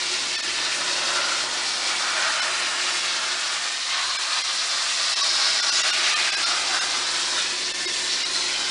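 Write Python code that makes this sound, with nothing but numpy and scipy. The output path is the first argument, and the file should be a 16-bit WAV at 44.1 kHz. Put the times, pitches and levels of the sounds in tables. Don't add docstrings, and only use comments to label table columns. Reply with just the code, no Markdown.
import sys
import numpy as np
from scipy import signal
from scipy.fft import rfft, irfft, next_fast_len
from scipy.io import wavfile
from scipy.ndimage import uniform_filter1d

SR = 44100
rng = np.random.default_rng(int(sys.argv[2]) if len(sys.argv) > 2 else 0)


def master(y):
    cut = np.clip(np.atleast_2d(y).T, -1, 1)
    pcm = np.round(cut * 32767)
    wavfile.write(sys.argv[1], SR, pcm.astype(np.int16))


N = 383669
TIME = np.arange(N) / SR


def from_db(db):
    return 10 ** (np.asarray(db) / 20)


def unit_power(x):
    return x / np.sqrt(np.mean(x ** 2) + 1e-20)


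def evened(x, window_samples=8000):
    return x / np.sqrt(np.abs(uniform_filter1d(x ** 2, window_samples)) + 1e-20)


def curve(rows):
    seconds, values = np.transpose(rows)
    return np.interp(TIME, seconds, values)


def filtered(x, gain_at):
    size = next_fast_len(N + 4096)
    hz = np.maximum(np.arange(size // 2 + 1) * SR / size, 1)
    return irfft(rfft(x, size) * gain_at(hz), size)[:N]


def coloured(x, points):
    point_hz, db = np.transpose(points)
    return unit_power(filtered(x, lambda hz: from_db(np.interp(np.log(hz), np.log(point_hz), db))))


def drift(rate_hz):
    pole = np.exp(-200 * np.pi * rate_hz / SR)
    noise = rng.standard_normal(N // 100 + 2002)
    slow = signal.lfilter([1], [1, -2 * pole, pole * pole], noise)[2000:]
    return np.interp(np.arange(N) / 100, np.arange(len(slow)), unit_power(slow - slow.mean()))


def resonance(x, hz, width_hz):
    pole = np.exp(-np.pi * width_hz / SR)
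    feedback = [1, -2 * pole * np.cos(2 * np.pi * hz / SR), pole * pole]
    return signal.lfilter(np.array([1, 0, -1]) * (1 - pole * pole) / 2, feedback, x)


# time in seconds, level in dB before the boost.
BREEZE_LEVELS = [(0, -67), (1.1, -68), (2, -71), (3.85, -73), (4.07, -63), (4.25, -73), (4.7, -68),
                 (5.5, -80), (6.4, -68), (8.7, -65)]
# frequency in Hz, relative strength in dB.
BREEZE_TONE = [(8, -8), (25, -8), (50, -6.5), (90, -11.5), (300, -41)]
def breeze(boost_db=3.0, gust_db=2.0):
    level_db = curve(BREEZE_LEVELS) + boost_db + gust_db * drift(4)
    return from_db(level_db) * coloured(rng.standard_normal(N), BREEZE_TONE)


# time in seconds, level of the engine noise in dB before its boost.
COMPRESSOR_LEVELS = [(0, -52), (1.2, -49.5), (2.3, -53.5), (2.95, -53), (3.9, -60), (4.85, -59.5),
                     (5.5, -55), (6.7, -52), (8.7, -50.5)]
# multiple of the engine's firing rate, average level in dB.
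EXHAUST_TONES = [(1, -70.5), (2, -65), (3, -68.5), (4, -63.5), (5, -63)]
# frequency in Hz, relative strength in dB.
ENGINE_TONE = [(40, -24.5), (100, -18.5), (160, -12.5), (240, -6), (330, -1), (400, -4), (450, -4),
               (540, -4.5), (750, -5), (1500, -41)]
def compressor(firing_hz=66.7, fan_hz=362.7, noise_boost_db=6.0, fan_db=-52.5, fan_flutter_db=4.0):
    engine_db = curve(COMPRESSOR_LEVELS)
    shade_db = engine_db - engine_db.mean()
    firing_phase = 2 * np.pi * np.cumsum(firing_hz * (1 + .0022 * drift(1.76))) / SR
    exhaust = sum(from_db(db) * np.sqrt(2) * np.sin(multiple * firing_phase + rng.uniform(0, 2 * np.pi))
                  for multiple, db in EXHAUST_TONES)
    exhaust *= from_db(.91 * shade_db)
    throb = 1 + .1 * np.cos(firing_phase)
    clatter = evened(coloured(rng.standard_normal(N), ENGINE_TONE) * throb)
    clatter *= from_db(engine_db + noise_boost_db)
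    blade_phase = 2 * np.pi * np.cumsum(fan_hz * (1 + .0086 * drift(13.5))) / SR
    fan = unit_power(np.sin(blade_phase) * from_db(fan_flutter_db * drift(16)))
    fan *= from_db(fan_db + 1.37 * shade_db)
    return exhaust + clatter + fan


# time in seconds, level of the tones in dB compared with the sound around them.
GLASSY_DIPS = [(0.372, -1), (0.418, -5), (2.412, -1), (4.179, -0.5), (4.432, -3), (5.152, -9), (5.223, 0),
               (5.618, -4), (5.711, -3), (5.828, -6), (5.92, -1), (6.151, 0), (6.315, -5.5), (6.361, -1.5),
               (6.453, 0.5), (6.802, -1.5), (7.732, -7), (7.867, 1), (8.243, 0.5)]
def glassy_dips(sound, depth_db=22.0, half_width_s=.0044, tone_count=5):
    out = sound.copy()
    for middle_s, tones_db in GLASSY_DIPS:
        near = np.abs(TIME - middle_s) < .04
        t = TIME[near] - middle_s
        spectrum = np.abs(rfft(sound[near]))
        peaks = signal.find_peaks(spectrum, distance=45)[0]
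        strongest_hz = peaks[np.argsort(spectrum[peaks])[-tone_count:]] * SR / len(t)
        tones = sum(np.sin(2 * np.pi * (hz * t + rng.random())) for hz in strongest_hz)
        tones = from_db(tones_db) * sound[near].std() * unit_power(tones)
        gain = from_db(-depth_db / (1 + np.abs(t / half_width_s) ** 2.6))
        out[near] = gain * out[near] + (1 - gain ** 2) * tones
    return out


# delay in seconds, gain (minus flips the wave).
PANEL_ECHOES = [(.0012, .08), (.0017, -0.13), (.0023, 0.18), (.0037, -.15), (.0058, .19), (.0095, .19),
                (.016, 0.14)]
def with_echoes(sound, sway_s=.0002, sway_hz=.35):
    return sound + sum(gain * np.interp(TIME - delay_s - sway_s * drift(sway_hz), TIME, sound)
                       for delay_s, gain in PANEL_ECHOES)


def howl(loudest_s, duration_s, hz, width_hz, db):
    first = int(max(loudest_s - 1, 0) * SR)
    t = TIME[first:first + 2 * SR] - loudest_s
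    air = rng.standard_normal(2 * SR)[:len(t)]
    ring = resonance(resonance(air, hz, width_hz), hz, width_hz)
    swell = np.cos(np.pi / 2 * np.clip(t / duration_s, -1, 1)) ** 2
    return np.pad(from_db(db) * swell * ring, (first, N - first - len(t)))


# loudest moment in seconds, seconds spent above half strength,
# pitch in Hz, pitch spread in Hz (narrow howls, wide rushes), dB above the jet noise at that pitch.
BAY_RECESSES = [(.54, 0.53, 1777, 151, 8), (.6, 1, 2590, 250, 2), (1.13, 0.84, 564, 119, 8),
                (1.26, 0.36, 1373, 192, 9), (1.7, 1, 788, 161, 4), (2.27, 0.53, 1440, 390, 5.5),
                (2.32, .31, 629, 70, 9), (2.53, 0.68, 1800, 100, 4), (2.48, 1, 2400, 760, 2),
                (2.82, .45, 2815, 100, 7.5), (3.41, 0.3, 1450, 131, 6.5), (3.7, 0.51, 1803, 70, 10),
                (3.96, 0.17, 2420, 3250, 3.5), (4.0, 0.49, 1115, 220, 6.5), (4.12, 0.72, 4080, 890, 2),
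                (5.36, 0.55, 4150, 1095, 3), (5.35, .5, 5150, 945, 6), (5.7, 0.33, 5074, 3000, 2.5),
                (5.8, .06, 6790, 690, 12.5), (5.9, 0.61, 1470, 200, 3.5), (6.32, 0.22, 1607, 100, 8.5),
                (6.12, 0.45, 2370, 1489, 6.5), (6.12, 0.14, 2410, 239, 6), (6.42, 0.071, 4990, 400, 5),
                (6.52, 0.2, 1330, 340, 7), (6.66, 0.68, 752, 298, 7), (6.78, 0.15, 1490, 700, 6.5),
                (6.8, 0.23, 1578, 100, 7.5), (7.38, .09, 3640, 280, 7.5), (7.4, 0.07, 1520, 500, 4.5),
                (7.84, 0.73, 1780, 100, 10), (8.29, .5, 4134, 140, 8), (8.45, 0.98, 2420, 100, 2),
                (8.6, 0.21, 3075, 140, 10.5)]
def bay_howls(seam_count=70, low_hz=1900, high_hz=5900, seam_s=.15, width_hz=65, seam_db=4.0):
    seams = [(when * TIME[-1], seam_s, low_hz + pitch * (high_hz - low_hz), width_hz, seam_db)
             for when, pitch in rng.random((seam_count, 2))]
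    return sum(howl(*row) for row in list(BAY_RECESSES) + seams)


def grit(grains_per_s=7000, spread_db=3.5):
    sizes = from_db(spread_db * np.minimum(rng.exponential(1, N), 4))
    signs = rng.choice([-1, 1], N)
    strikes = rng.random(N) < grains_per_s / SR
    return unit_power(sizes * signs * strikes)


# time in seconds, change in dB.
ROAR_SWINGS = [(0, -3), (.32, -2), (1.08, 1.5), (1.88, 0.9), (2.12, 4.5), (3.18, 1.1), (3.52, 2),
               (3.85, -5.5), (3.93, 1.5), (4.45, -0.85), (4.95, 0.5), (5.42, 2.5), (6.6, 0.5), (7.5, -0.2),
               (7.59, -5.5), (8.7, -1.6)]
# time in seconds, change in dB.
HISS_SWINGS = [(0.0, -0.9), (3.08, -1), (3.7, -2), (4.27, -3.1), (4.57, 0.6), (5.81, 2.5), (6.31, 1.4),
               (7.3, -0.2), (7.5, -1), (8.14, -0.3), (8.7, 0.1)]
# usual level in dB, share of the roar's swing it follows, share of the hiss's swing.
BLAST_BANDS = [(-32.5, 0.95, 0.22), (-31.5, .27, .45), (-27, 0, 1), (-34, 0.1, 0.67)]
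# frequency in Hz, strength in dB.
BLAST_TONE = [(350, -22), (500, -12), (620, -6), (740, -8.5), (900, -6.5), (1080, -2), (1400, -1.5),
              (2000, -2.5), (3000, -3), (4200, -0.5), (5500, -3), (6400, -4.5), (7400, -4), (8600, -9.5),
              (9600, -9.5)]
def sandblast(grit_gain=.55, wobble_db=.64, flutter_db=.96, edges_hz=(480, 1900, 3400, 6100, 11000)):
    jet = unit_power(rng.standard_normal(N) + grit_gain * grit())
    sound = coloured(with_echoes(jet) + bay_howls(), BLAST_TONE)
    surge_db = wobble_db * drift(8.3)
    roar_db, hiss_db = curve(ROAR_SWINGS), curve(HISS_SWINGS)
    out = 0
    for low, high, (db, roar_share, hiss_share) in zip(edges_hz, edges_hz[1:], BLAST_BANDS):
        band = filtered(sound, lambda hz: 1 / (1 + (low / hz) ** 30) - 1 / (1 + (high / hz) ** 30))
        level_db = db + roar_share * roar_db + hiss_share * hiss_db + surge_db + flutter_db * drift(14)
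        out = out + unit_power(band) * from_db(level_db)
    return out


def scene():
    mono = glassy_dips(sandblast() + compressor()) + breeze()
    return np.array([mono, mono])


def record(dry, cutoff_hz=10000):
    return signal.sosfilt(signal.ellip(14, .1, 80, cutoff_hz, fs=SR, output="sos"), dry)


dry = scene()
out = record(dry)
master(out)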